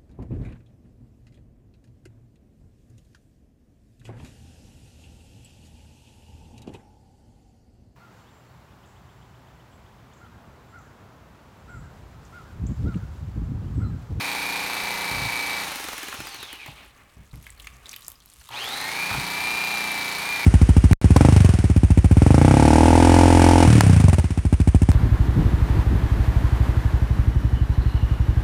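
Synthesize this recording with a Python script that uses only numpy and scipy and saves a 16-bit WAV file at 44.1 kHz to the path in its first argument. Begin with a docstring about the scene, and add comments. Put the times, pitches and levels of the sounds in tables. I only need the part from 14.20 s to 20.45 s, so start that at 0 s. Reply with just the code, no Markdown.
"""Skinning a fish with an electric knife

An electric fillet knife skins a fish on a plastic board in a small kitchen.
Its mains motor whines and drives two blades to and fro through a rattling gear, louder the faster it turns.
When the trigger is let go it coasts to a halt against friction; pressed again, it spins up with sparking brushes.
In the pause a hand takes a new grip on the wet skin, with squelches and soft bumps on the counter.
Tones are sine waves locked to the blade strokes; knocks, smacks and rubbing are filtered pulses and noise."""
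import sys
import numpy as np
from scipy import signal
from scipy.fft import rfft, irfft, next_fast_len
from scipy.io import wavfile
from scipy.ndimage import map_coordinates

SR = 44100
rng = np.random.default_rng(int(sys.argv[2]) if len(sys.argv) > 2 else 0)


def transcribe(signal):
    """Save signal, clipped to [-1, 1], as a 16-bit WAV file at the path in sys.argv[1]."""
    frames = np.atleast_2d(signal).T
    limited = np.clip(frames, -1, 1)
    pcm = np.round(limited * 32767).astype(np.int16)
    wavfile.write(sys.argv[1], SR, pcm)


N = 275625  # length in samples

# Levels in the tables set the balance within one sound, unless a peak is named; mixing gains follow later.
# Tables of tone colour all have the columns: pitch_hz, level_db (per Hz).

# speed that the cut allows the motor, one table per cut of the knife: time_s, speed_strokes_per_s
CUT_PACE = [
    [(0, 28.68), (.4, 28.68), (.65, 28.96), (.85, 28.96), (1.05, 28.68), (1.25, 28.66), (1.43, 28.87)],
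    [(4.55, 29), (4.7, 29.18), (4.85, 29.65), (5.1, 29.33), (5.3, 29.97), (5.5, 29.95), (5.75, 29.2),
     (6, 28.63), (6.25, 28.18)],
]
# the whine is split by the mains into strands 120 Hz apart, one table per cut: time_s, main_db, upper_db
WHINE_STRANDS = [
    [(0, -38, -35), (.22, -33, -34.5), (.35, -38.5, -31.5), (.55, -34, -41), (.8, -34.5, -44),
     (.95, -30.5, -41), (1.2, -29, -37), (1.34, -30.5, -46), (1.42, -35, -45)],
    [(4.5, -46, -46), (4.68, -33.5, -42), (4.83, -37, -28), (4.97, -38.5, -35.5), (5.1, -34.5, -47),
     (5.25, -27, -42), (5.5, -27.5, -42), (5.72, -30.5, -64.5), (5.88, -31.5, -47), (6.04, -34, -35),
     (6.14, -50.5, -26), (6.25, -26, -35)],
]
# tones of the loaded drive: multiple_of_stroke_rate, then level_db in the first and in the second cut
HUM_MULTIPLES = [3, 4, 5, 6, 7, 10, 15, 17, 26, 29, 32, 33, 70, 89, 90, 290, 400, 440, 480]
HUM_FIRST_DB = [-53, -57, -63, -45.5, -51, -43, -54, -50, -46, -41.5, -43, -40, -41.5, -48, -40, -52, -52,
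                -53, -58]
HUM_SECOND_DB = [-54.5, -56, -54, -46, -51.5, -46, -67, -72, -49.5, -44.5, -51, -41.5, -43.5, -42, -45.5,
                 -53, -59, -57, -64]
# gear contacts within each stroke: place_share_of_stroke, load_knock_db, coast_knock_db, click_db, tip_tick_db,
# fade_power_of_speed (half of coast_knock_db still counts under load)
GEAR_CONTACTS = [(0, -20, -10, -3, -1, 0), (.235, -5, -15, -2, -7, .6), (.52, -9, -24, -14, -26, 1),
                 (.752, 2, -12, -2, -18, 1), (.785, -6, -10, -4, -26, 1)]
# how hard the blades bite into the skin: time_s, added_knock_db (under load)
BITE_FORCE = [(0, 1), (.55, 1), (.8, 2), (1.15, 0), (1.35, 2), (1.55, 2), (4.3, -2), (5, -3), (5.3, 0),
              (5.75, 1.5), (6.25, -.5)]
# loudness against speed: load_db, coast_db (both at full speed), load_power_of_speed, coast_power_of_speed
RATTLE_LOUDNESS = (-33, -36.5, 1.58, 1.38)
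HISS_LOUDNESS = (-38, -37, 1.1, 1.27)
WHIRR_LOUDNESS = (-41.5, -45, 2.4, 0.3)
# tone colours of the housing, the hollow handle and the hissing blades
HOUSING_COLOUR = [(100, -36.5), (250, -12), (400, -5), (650, -8), (800, 2.5), (980, -3), (1150, -1),
                  (1550, -5), (2100, -2.5), (2500, -4), (2750, -7.5), (3300, -7.5), (4200, -5.5),
                  (5200, -15), (12000, -77)]
HANDLE_COLOUR = [(40, -52), (100, -33), (340, -7), (620, -14), (750, 2), (835, 3), (890, -1), (950, 1.5),
                 (1040, -12), (1250, -1.5), (1500, -11), (3300, -9), (4200, -10), (5200, -12), (12000, -40)]
BLADE_COLOUR = [(2500, -46), (5000, 5), (6300, 8), (7500, 1), (9300, 5.5), (10500, 0.5), (12500, 1),
                (15000, -5), (18000, -21)]
# tone colours of gear knocks, of clicks, of blade tip ticks and of the slack gear's dull clunk
KNOCK_COLOUR = [(40, -38), (120, -15), (340, -15.5), (620, 4.5), (830, 16), (960, 12), (1100, 5.5),
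                (1280, 5.5), (1600, -9), (2500, -4.5), (3300, -19), (4250, -32.5), (5000, -25), (6000, -15),
                (12000, -57)]
CLICK_COLOUR = [(1000, 5), (3000, 1), (5500, -8), (7000, -6), (8000, 2.5), (9300, 4.5), (11000, -27),
                (13000, 3.5), (18000, -21)]
TIP_COLOUR = [(2000, -44), (6000, -37), (7000, 6), (8000, -12), (10200, -1), (11300, 5.5), (13200, -14),
              (14500, -1), (18000, -18)]
CLUNK_COLOUR = [(120, -11), (320, 5.5), (600, -3), (1500, 0.5), (2500, -3.5), (8000, -16)]
# overtones of the whirr: multiple_of_stroke_rate, load_db, coast_db, fuzz_hz, clean_share
WHIRR_OVERTONES = [(80, -10, -21, 160, .8), (160, -5, -8, 330, .7), (240, -5, -12, 400, .8),
                   (340, -8, -8, 520, .5)]
# the housing's response to those overtones: pitch_hz, gain_db
WHIRR_RESPONSE = [(650, -15), (900, 4), (1150, -28), (1700, -54), (2400, -3.5), (2750, 0.5), (3150, 3.5),
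                  (3400, -1), (3900, -0.5), (5200, -23), (7000, -17), (9000, -8.5)]
# tone colour of the brushes scraping on the slowing commutator
SCRAPE_COLOUR = [(900, -18), (1800, -8), (2500, 8), (3300, 2.5), (4300, 0.5), (6000, -19), (12000, -36)]
# falling whine of the coasting commutator: multiple_of_stroke_rate, level_db, fuzz_hz, fuzz_share
FALLING_WHINE = [(342, -46.5, 450, 1), (480, -63, 300, 1)]
# its strength, greatest just before the brushes stop singing: speed_strokes_per_s, gain
FALLING_WHINE_GAIN = [(5.6, 0), (6.7, 1.25), (8.5, .9), (11.5, 1), (14.5, .55), (17, .2), (29, .25)]
# tone colour of the blades chattering in their sockets at both ends of the stroke
CHATTER_COLOUR = [(2000, -27.5), (3400, -10), (3750, -1.5), (4250, 3), (4650, -4.5), (5200, -11),
                  (9000, -23.5)]
# tone colour of the room tone, and the kitchen's reverberation: pitch_hz, t60_s
ROOM_COLOUR = [(20, -8), (35, -1), (60, 8), (108, -1.5), (192, -7), (516, -15.5), (1090, -16), (3010, -22),
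               (4800, -24.5), (9300, -45), (14400, -32), (18000, -37)]
KITCHEN_DECAY = [(150, 0.41), (1200, 0.46), (3000, 0.41), (8000, 0.11), (16000, 0.25)]
# the handle leans on the counter and thumps once a stroke: start_s, length_s, level_db, place_share_of_stroke
HANDLE_LEANS = [(0.904, 0.185, -25, 0.767), (4.899, 0.123, -25.5, 0.225)]
# hand or handle bumps the counter, each with one rebound: start_s, level_db
COUNTER_BUMPS = [(1.989, -34), (2.191, -40), (2.485, -34.5), (2.969, -32.5), (3.133, -27.5), (3.53, -43),
                 (4.909, -45), (4.94, -25.5)]
# taps on the board, and the click of the trigger at 4.29 s: start_s, peak_db, pitch_hz
TAPS_AND_CLICK = [(1.926, -22, 1290), (2.48, -34.5, 900), (3.881, -37, 900), (4.213, -42.5, 1380),
                  (4.29, -36, 1100), (4.904, -19, 1370), (4.912, -16, 960), (4.941, -20, 1300),
                  (4.947, -20, 960)]
# tone colour of thuds on the counter
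THUD_COLOUR = [(25, -21), (48, -3.5), (75, -7), (115, 0), (170, -6.5), (280, -17), (500, -29), (1200, -31),
               (4000, -75)]
# the fillet slides on the board: height_s, rub_db, rumble_db, rise_s, fall_s
FILLET_SLIDES = [(2.599, -55, -70, 0.066, 0.28), (2.81, -64, -59, 0.093, 0.075),
                 (3.22, -80, -56, 0.08, 0.12), (3.5, -60, -53.5, 0.27, 0.1), (3.66, -57, -73, 0.068, 0.17),
                 (4.2, -99, -63, 0.13, .1)]
# tone colours of the rub, of the counter's rumble and of the hollow hum
RUB_COLOUR = [(400, -8), (900, -8.5), (1150, -11.5), (1450, -8), (2200, -6.5), (2800, -11.5), (5000, -30)]
RUMBLE_COLOUR = [(20, -30), (48, 14.5), (110, -5), (300, -25), (900, -57)]
HOLLOW_COLOUR = [(600, -30), (1040, -21), (1120, -6), (1210, -8), (1800, -50)]
# loudness of the hollow hum: time_s, level_db
HOLLOW_LOUDNESS = [(2.3, -85), (2.6, -61), (3.2, -75), (3.42, -66), (3.7, -61.5), (3.95, -70), (4.2, -93)]
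# the fingers squeeze or peel the skin: height_s, crackle_db, rise_s, fall_s
SKIN_SQUEEZES = [(2.5, -60.5, 0.092, 0.33), (3.28, -58.5, 0.21, 0.098), (3.43, -57, 0.02, 0.12),
                 (3.72, -51.5, 0.045, 0.06), (3.86, -57, 0.065, 0.059), (4.14, -59.5, 0.13, 0.19),
                 (4.29, -55.5, 0.085, 0.043)]
# the loudest smacks of wet skin: start_s, peak_db, pitch_hz, t60_s, snap_peak_db
SKIN_SMACKS = [(2.648, -43, 14000, .008, -48), (3.14, -42.5, 2200, 0.018, -49),
               (3.157, -44, 4300, 0.01, -38), (3.227, -48, 6000, .006, -40), (3.241, -43, 2360, .01, -52),
               (3.267, -31, 2000, 0.025, -38), (3.295, -40, 2000, 0.01, -55),
               (3.304, -28.5, 8060, 0.0059, -45), (3.38, -57, 4500, .006, -44),
               (3.398, -34, 3200, 0.027, -35), (3.405, -41, 3600, .008, -36),
               (3.42, -40, 9000, 0.0054, -46), (3.446, -41, 2500, 0.0058, -38),
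               (3.471, -23.5, 2350, 0.02, -53), (3.568, -44, 7000, .005, -50),
               (3.646, -49, 3280, .008, -59), (3.658, -32.5, 3840, 0.0087, -51),
               (3.663, -34, 3860, 0.0094, -49), (3.668, -37, 4500, .007, -50),
               (3.693, -24.5, 6140, .014, -48), (3.713, -32, 8000, 0.027, -40),
               (3.717, -31, 5600, 0.025, -44), (3.731, -29, 2420, 0.0058, -30),
               (3.734, -36, 3960, 0.004, -36), (3.738, -27, 2450, 0.0092, -42),
               (3.742, -30, 3460, 0.0065, -42), (3.763, -29.5, 3070, 0.026, -23),
               (3.809, -45, 5000, .004, -37), (3.822, -38, 3830, .008, -48), (3.847, -37, 5850, .02, -46),
               (3.866, -34, 7060, .004, -42), (3.871, -47, 8000, .004, -44), (3.882, -23, 7050, 0.003, -16),
               (3.902, -42, 7550, .003, -28), (3.918, -39, 3430, 0.0089, -29),
               (4.003, -42.5, 5030, 0.0082, -47), (4.059, -47, 4000, 0.0053, -32),
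               (4.1, -37, 8500, .01, -45), (4.137, -38, 9100, 0.025, -45), (4.29, -34, 3700, 0.016, -36)]
# tone colour of the wet crackle
WET_COLOUR = [(500, -24), (1100, 8), (1600, 0), (2800, 6.5), (5000, 2.5), (8000, 6), (13000, 0.5),
              (18000, -15)]
# tone colour of the growl as each half wave of the mains jerks the starting motor
GROWL_COLOUR = [(200, -26), (600, -10), (780, -6), (900, 9), (1020, -4), (1250, -23), (2000, -30),
                (6000, -51)]

FULL_SPEED = 29  # strokes per second
FIRST_STROKE = .44  # where in the stroke the scene starts (share)
MAINS_HZ, TOP_HZ = 60, 18400  # mains frequency; nothing sounds above the second
# the trigger is let go and pressed again; the shaft breaks free a moment later (s)
OFF_S, ON_S, BREAKAWAY_S = 1.43, 4.29, .012
# the current rises and dies quickly; the gear takes longer to go slack (s)
SWITCH_S, SLACKEN_S = .024, .14
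# steady friction (strokes per second lost each second), and a quick first sag (strokes per second, s)
FRICTION, SAG, SAG_S = 20.5, 1.5, .06
SPIN_UP_S = .205  # time constant of the rotor's energy
STRAIN_DB = 4.5  # extra rattle while the motor strains, greatest near standstill
# under load the clicks follow the knocks: dB added, share of the knock's dB
CLICK_LOAD_DB, CLICK_FOLLOWS = 4, .5
# loose knocks of the slack gear between the regular ones: per second, strength (dB)
LOOSE_PER_S, LOOSE_DB = 26, -11
WHINE_ORDER = 80  # multiple of the stroke rate
LOWER_STRAND_DB, HUM_COAST_DB = -45.5, -11  # lower whine strand; drive tones coasting against load
# a narrow housing resonance lifts each driven tone that sweeps through it: Hz, half width Hz, added gain
SING_HZ, SING_WIDTH_HZ, SING_GAIN = 1845, 40, 4
SHAFT_SHIVER = .002  # unsteadiness that blurs the highest tones (radians of the stroke)
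# the straining brushes spark harder and flutter with the mains: gain, depth (0-1)
SPARK_GAIN, SPARK_FLUTTER = 24, .55
# coasting, the brushes fall quiet once a stroke: share of the stroke, depth (0-1), sharpness
LULL_AT, LULL_DEPTH, LULL_SHARP = .444, .98, 11
SCRAPE_DB, CRAWL = 1, 4.5  # scrape within the whirr; strokes per second below which the whirr fades
# blade chatter: dB, place within each half stroke (share), t60 of one chatter (s)
CHATTER_DB, CHATTER_AT, CHATTER_T60 = -32.5, .44, .022
# leaning handle: edge (s), share of shudder, and the pitch below which it cannot shake the counter
LEAN_EDGE_S, LEAN_SHUDDER, LEAN_LOW_HZ = .022, .031, 85
REBOUND_S, REBOUND_DB = .032, -7.5
# each smack has a bright snap of a slime film: Hz, t60 (s)
SNAP_HZ, SNAP_T60 = 12500, .0055
# stray smacks during a squeeze: tries per second, dB over the crackle, middle pitch
STRAY_PER_S, STRAY_DB, STRAY_HZ = 22, 11, 5200
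# growl: dB at its height, time from trigger to height, rise and fall (s)
GROWL_DB, GROWL_PEAK_S, GROWL_RISE_S, GROWL_FALL_S = -37.5, .059, .021, .02


def amp(db):
    """Turns decibels into a gain."""
    return 10 ** (np.asarray(db) / 20)


def unit(x):
    """Scales a sound to an average strength (rms) of 1."""
    return x / np.sqrt(np.mean(x ** 2) + 1e-20)


def along(points, hz):
    """Reads (Hz, value) points on a logarithmic pitch axis."""
    f, v = np.transpose(points)
    return np.interp(np.log(hz + 1), np.log(f + 1), v)


def curve(rows):
    """Joins (s, value) rows by straight lines, one value per sample."""
    return np.interp(np.arange(N) / SR, *np.transpose(rows))


def noise():
    """White noise as long as the scene."""
    return rng.standard_normal(N)


def wobble(rate):
    """A smooth random curve with rate knots a second."""
    knots = rng.standard_normal(int(N * rate / SR) + 4)
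    return map_coordinates(knots, [np.arange(N) * rate / SR])


def colour(x, spectrum, size=4096):
    """Rings x through a causal filter of energy 1 with the given spectrum's shape."""
    # folding the cepstrum gives a filter that never rings ahead of its blow
    cepstrum = irfft(np.log(amp(along(spectrum, np.fft.rfftfreq(size, 1 / SR)))))
    cepstrum[1:size // 2] *= 2
    cepstrum[size // 2:] = 0
    ring = irfft(np.exp(rfft(cepstrum)))
    return signal.fftconvolve(x, ring / np.linalg.norm(ring))[:N]


def burst(age, t60):
    """Envelope of a blow age seconds old, falling 60 dB in t60 seconds."""
    return (age >= 0) * amp(-60 * np.abs(age) / t60)


def swell(s, rise, fall):
    """Gain that grows to 1 at s seconds and dies away, with the two time constants given."""
    age = np.arange(N) / SR - s
    return np.exp(-np.maximum(age / fall, -age / rise))


def add(track, s, sound):
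    """Mixes a sound into the track at s seconds."""
    part = track[round(s * SR):][:len(sound)]
    part += sound[:len(part)]


def strikes(strokes):
    """A unit impulse, placed between samples, each time the stroke count passes a whole number."""
    reached = np.maximum.accumulate(strokes)
    at = np.interp(np.arange(np.ceil(reached[0]), reached[-1]), reached, np.arange(N))
    taps = at.astype(int)[:, None] + np.arange(-7, 9)
    gap = taps - at[:, None]
    impulse = np.sinc(gap) * np.sinc(gap / 8)
    return np.bincount(np.clip(taps, 0, N - 1).ravel(), impulse.ravel(), N)


def pop(hz, t60, width, crack):
    """A short noise burst, peak 1, that rings around one pitch after a brief crack."""
    t = np.arange(SR // 8) / SR
    push = rng.standard_normal(len(t)) * burst(t, t60)
    ring = signal.lfilter(*signal.iirpeak(min(hz, TOP_HZ), 1 / width, SR), push)
    sound = unit(ring) + crack * unit(push * burst(t, 0.0017))
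    return sound / np.abs(sound).max()


def trigger(release):
    """1 while the trigger is held; fades over release seconds when it is let go."""
    t = np.arange(N) / SR
    return np.clip(1 - (t - OFF_S) / release, 0, 1) + np.clip((t - ON_S) / SWITCH_S, 0, 1)


def shaft_speed():
    """Strokes per second: the motor holds its pace, coasts to a halt against friction, then spins up again."""
    t = np.arange(N) / SR
    first, second = map(curve, CUT_PACE)
    idle = np.maximum(t - OFF_S, 0)
    driven = np.maximum(t - ON_S - BREAKAWAY_S, 0)
    coasting = first - FRICTION * idle - SAG * (1 - np.exp(-idle / SAG_S))
    return np.maximum(coasting, 0) + second * np.sqrt(1 - np.exp(-driven / SPIN_UP_S))


def motor_strain(speed, load):
    """How far the driven motor is below full speed, from 0 to 1."""
    return load * np.clip(1 - speed / FULL_SPEED, 0, 1)


def loudness(law, speed, load):
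    """Gain as a power of the speed, passing from the loaded law to the coasting one; silent at rest."""
    loaded_db, coasting_db, loaded_power, coasting_power = law
    ratio = np.maximum(speed, 1) / FULL_SPEED
    loaded = load * amp(loaded_db) * ratio ** loaded_power
    coasting = (1 - load) * amp(coasting_db) * ratio ** coasting_power
    return np.minimum(speed, 1) * (loaded + coasting)


def worn_teeth(strokes, fresh, size=1400):
    """Gear roughness: the same flaws pass on every stroke, mixed with a share of fresh noise."""
    bins = size // 2 + 1
    flaws = unit(irfft(np.exp(2j * np.pi * rng.random(bins)) * amp(rng.normal(0, 3.7, bins))))
    repeat = map_coordinates(flaws, [strokes % 1 * size], mode="grid-wrap")
    loose = np.clip(fresh, 0, 1)
    return np.sqrt(1 - loose) * repeat + np.sqrt(loose) * colour(noise(), [(200, -22), (1500, -11.0)])


def gear(strokes, speed, load):
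    """The gear rattles in the housing, the blades hiss, and both knock at each turn of the stroke."""
    blows, knocks, clicks, ticks = np.zeros((4, N))
    bite_db = curve(BITE_FORCE)
    for share, loaded_db, coasting_db, click_db, tip_db, fade in GEAR_CONTACTS:
        turn, part = np.divmod(strokes - share + 1, 1)
        age = part / np.maximum(speed, 1)
        uneven = amp(rng.normal(0, 1.2, 256))[turn.astype(int) % 256]
        force = uneven * (speed > 1) * (speed / FULL_SPEED) ** fade
        weight = force * amp(load * (loaded_db + bite_db) + (1.5 - load) * coasting_db)
        blows += weight * strikes(strokes - share)
        knocks += weight * burst(age, 0.0097)
        click_level = amp(click_db + load * (CLICK_LOAD_DB + CLICK_FOLLOWS * loaded_db))
        clicks += force * click_level * burst(age, 0.0062)
        ticks += force * amp(tip_db) * burst(age, 0.0076)
    chance = rng.random(N) < LOOSE_PER_S / SR
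    loose = (1 - load) * (speed > 1) * chance * rng.exponential(size=N).clip(0, 2)
    clicks += amp(LOOSE_DB) * signal.fftconvolve(loose, burst(np.arange(SR // 20) / SR, 0.014))[:N]
    # slow strokes knock nearly as hard, so they stand out while the motor coasts
    coast = (FULL_SPEED / np.maximum(speed, 6)) ** (.75 - 0.5 * load)
    shaft = 1 + 0.42 * np.cos(2 * np.pi * 20 * strokes)
    # without load the teeth run slack and no stroke is like the last
    slack = 0.31 * (1 - load)
    body = colour(shaft * worn_teeth(strokes, fresh=0.43 + slack), HOUSING_COLOUR)
    body += amp(9) * coast ** .5 * colour(knocks * worn_teeth(strokes, fresh=0.81 + slack), KNOCK_COLOUR)
    clunks = (1 - load) * burst(strokes % 1 / np.maximum(speed, 1), 0.043)
    body += amp(8.5) * coast * colour(clunks * noise(), CLUNK_COLOUR)
    # each blow also rings the hollow handle
    body += amp(14.6) * colour(blows, HANDLE_COLOUR)
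    steel = amp(-4.0) * colour(shaft * worn_teeth(strokes, fresh=0.65), BLADE_COLOUR)
    steel += amp(6.5) * coast * colour(clicks * noise(), CLICK_COLOUR)
    steel += amp(8.5) * coast * colour(ticks * noise(), TIP_COLOUR)
    rattle = loudness(RATTLE_LOUDNESS, speed, load) * amp(STRAIN_DB * motor_strain(speed, load))
    return rattle * body + loudness(HISS_LOUDNESS, speed, load) * steel


def motor(strokes, speed, load):
    """Tones of the loaded drive, and a whine whose close strands beat at twice the mains frequency."""
    t = np.arange(N) / SR
    angle, mains = 2 * np.pi * strokes, 2 * np.pi * 2 * MAINS_HZ * t
    hum, driven = np.zeros(N), trigger(SWITCH_S)
    for order, first_db, second_db in zip(HUM_MULTIPLES, HUM_FIRST_DB, HUM_SECOND_DB):
        sing = 1 + SING_GAIN * driven / (1 + ((order * speed - SING_HZ) / SING_WIDTH_HZ) ** 2)
        level_db = np.where(t < ON_S, first_db, second_db) + 2.3 * wobble(5.5) + 1.23 * wobble(40)
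        hum_phase = order * (angle + SHAFT_SHIVER * wobble(120)) + 2 * np.pi * rng.random()
        hum += sing * amp(level_db) * np.sin(hum_phase)
    hum *= amp(-2.0) * (load + (1 - load) * amp(HUM_COAST_DB)) * (speed / FULL_SPEED) ** 4
    # the blades brake the shaft twice a stroke
    phase = WHINE_ORDER * angle + .3 * np.sin(2 * angle) + .12 * wobble(60)
    s, main_db, upper_db = np.vstack(WHINE_STRANDS).T
    main, upper = amp(curve(np.c_[s, main_db])), amp(curve(np.c_[s, upper_db]))
    lower = amp(LOWER_STRAND_DB + 0.91 * wobble(2.9)) * (speed / FULL_SPEED) ** 4
    whine = main * (np.sin(phase) + amp(-18.5) * np.sin(2 * phase))
    whine += upper * np.sin(phase + mains) + lower * np.sin(phase - mains)
    throb = 1 + .2 * np.cos(angle) + .12 * wobble(70)
    whine *= amp(2.0) * throb * driven * np.minimum(speed / FULL_SPEED, 1) ** 2
    # the slow motor draws a heavy current, which makes its iron hum
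    inrush = amp(-48.0) * load * np.clip(1.2 - speed / FULL_SPEED, 0, 1) * np.sin(mains)
    return hum + whine + inrush


def brushes(strokes, speed, load):
    """Fuzzy overtones of the commutator light up in the housing's resonance; coasting, it whines down the scale."""
    whirr, glide = np.zeros((2, N))
    for order, loaded_db, coasting_db, fuzz_hz, clean in WHIRR_OVERTONES:
        level = amp(load * loaded_db + (1 - load) * coasting_db)
        resonance = amp(along(WHIRR_RESPONSE, order * speed))
        fuzz = unit(clean + wobble(fuzz_hz)) + 1j * wobble(fuzz_hz)
        whirr += level * resonance * np.real(fuzz * np.exp(2j * np.pi * order * strokes))
    whirr += (1 - load) * amp(SCRAPE_DB) * colour(noise(), SCRAPE_COLOUR)
    for order, db, fuzz_hz, fuzzy in FALLING_WHINE:
        fuzz = 1 + fuzzy * (wobble(fuzz_hz) + 1j * wobble(fuzz_hz))
        glide += amp(db) * np.real(fuzz * np.exp(2j * np.pi * order * strokes))
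    glide *= (1 - load) * np.interp(speed, *np.transpose(FALLING_WHINE_GAIN))
    flutter = 1 + SPARK_FLUTTER * np.cos(2 * np.pi * 2 * MAINS_HZ * np.arange(N) / SR)
    sparks = 1 + SPARK_GAIN * motor_strain(speed, load) * flutter
    dip = np.exp(LULL_SHARP * (np.cos(2 * np.pi * (strokes - LULL_AT)) - 1))
    lull = (1 - load) * LULL_DEPTH * dip
    whirr *= loudness(WHIRR_LOUDNESS, speed, load) * sparks * np.minimum(speed / CRAWL, 1)
    return (1 - lull) * (whirr + glide)


def chatter(strokes, speed, load):
    """The driven blades chatter at each reversal in short grains, with ten weaker pulses a stroke from the shaft."""
    age = (2 * strokes - CHATTER_AT) % 1 / np.maximum(2 * speed, 1)
    uneven = (1 - .25 * np.sin(2 * np.pi * strokes)) * amp(2 * wobble(50))
    shaft_pulses = unit((.5 + .5 * np.cos(2 * np.pi * 10 * strokes)) ** 2)
    grains = (uneven * burst(age, CHATTER_T60) + .2 * shaft_pulses) * worn_teeth(strokes, fresh=.4)
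    return amp(CHATTER_DB) * load * (speed / FULL_SPEED) ** 3 * colour(grains, CHATTER_COLOUR)


def kitchen(x):
    """The room answers 5 ms late with a noise tail in which each frequency dies at its own speed."""
    hz, t, z = signal.stft(rng.standard_normal(SR // 2), SR, nperseg=256)
    decay = amp(-60 * t / along(KITCHEN_DECAY, hz)[:, None])
    tail = signal.istft(z * decay, SR, nperseg=256)[1]
    return signal.fftconvolve(np.pad(x, (SR // 200, 0)), tail / np.linalg.norm(tail))[:N]


def board(strokes):
    """The leaning handle and the hand thud on the counter; short taps sound on the board and the trigger clicks."""
    thuds, taps = np.zeros((2, N))
    now, t = np.arange(N) / SR, np.arange(SR // 4) / SR
    for s, length, db, share in HANDLE_LEANS:
        touch = np.clip(np.minimum(2 * (now - s), s + length - now) / LEAN_EDGE_S, 0, 1)
        thuds += amp(db + 19.0) * touch * (strikes(strokes - share) + LEAN_SHUDDER * noise())
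    # the handle is too light to shake the counter at the lowest pitches
    thuds = signal.sosfilt(signal.butter(2, LEAN_LOW_HZ, "highpass", fs=SR, output="sos"), thuds)
    for s, db in COUNTER_BUMPS:
        for delay, drop_db in (0, 0), (REBOUND_S, REBOUND_DB):
            shudder = 0.071 * rng.standard_normal(len(t)) * burst(t, 0.21)
            add(thuds, s + delay, amp(db + drop_db + 14) * (shudder + (t == 0)))
    for s, db, hz in TAPS_AND_CLICK:
        add(taps, s, amp(db) * pop(hz, 0.029, width=0.28, crack=0.068))
    return colour(thuds, THUD_COLOUR) + taps


def drag():
    """The fillet rubs over the board with a faint hollow hum, while the leaning hand makes the counter rumble."""
    rub = sum(amp(rub_db) * swell(s, rise, fall) for s, rub_db, _, rise, fall in FILLET_SLIDES)
    rumble = sum(amp(rumble_db) * swell(s, rise, fall) for s, _, rumble_db, rise, fall in FILLET_SLIDES)
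    hollow = amp(curve(HOLLOW_LOUDNESS)) * colour(noise(), HOLLOW_COLOUR)
    rubbing = rub * amp(2.8 * wobble(25.5)) * colour(noise(), RUB_COLOUR)
    return rubbing + rumble * colour(noise(), RUMBLE_COLOUR) + hollow


def fish():
    """Wet skin smacks under the fingers; each squeeze sets off stray smacks and a crackle of tiny bursting films."""
    smacks = np.zeros(N)
    squeeze = sum(amp(db) * swell(s, rise, fall) for s, db, rise, fall in SKIN_SQUEEZES)
    for s, db, hz, t60, snap_db in SKIN_SMACKS:
        add(smacks, s, amp(db) * pop(hz, t60, width=0.14, crack=0.14))
        add(smacks, s, amp(snap_db) * pop(SNAP_HZ, SNAP_T60, width=0.2, crack=0.36))
    # about 2200 films burst a second
    films = rng.random(N) < 2200 / SR
    grains = films * noise() * amp(5 * np.minimum(rng.exponential(size=N), 2))
    for i in np.flatnonzero(rng.random(N) < STRAY_PER_S / SR):
        level = squeeze[i] * amp(STRAY_DB + rng.normal(0, 2.4))
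        pitch = STRAY_HZ * np.exp(rng.normal(0, 0.34))
        add(smacks, i / SR, level * pop(pitch, 0.031, width=0.077, crack=0.15))
    return smacks + squeeze * colour(unit(grains), WET_COLOUR)


def growl(load):
    """For the first few turns the mains jerk the rotor, and the housing growls."""
    jerks = unit(colour(strikes(2 * MAINS_HZ * np.arange(N) / SR), GROWL_COLOUR))
    return amp(GROWL_DB) * load * swell(ON_S + GROWL_PEAK_S, GROWL_RISE_S, GROWL_FALL_S) * jerks


def scene():
    """One shaft drives the running sounds of the knife; fish, board and room join in."""
    speed, load = shaft_speed(), trigger(SLACKEN_S)
    unsteady = 0.00047 * wobble(25) * speed / FULL_SPEED
    strokes = FIRST_STROKE + np.cumsum(speed) / SR + unsteady
    near = gear(strokes, speed, load) + brushes(strokes, speed, load) + chatter(strokes, speed, load)
    near += board(strokes) + drag() + growl(load)
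    skin = fish()
    echo = amp(-11.0) * kitchen(near + amp(-0.5) * skin)
    room_tone = amp(-59.5) * colour(noise(), ROOM_COLOUR)
    return (near + skin + motor(strokes, speed, load) + echo + room_tone)[None]


def record(dry):
    """Removes everything above the band limit."""
    size = next_fast_len(N + SR // 4)
    kept = np.fft.rfftfreq(size, 1 / SR) < TOP_HZ
    return irfft(rfft(dry, size) * kept, size)[:, :N]


dry = scene()
out = record(dry)
transcribe(out)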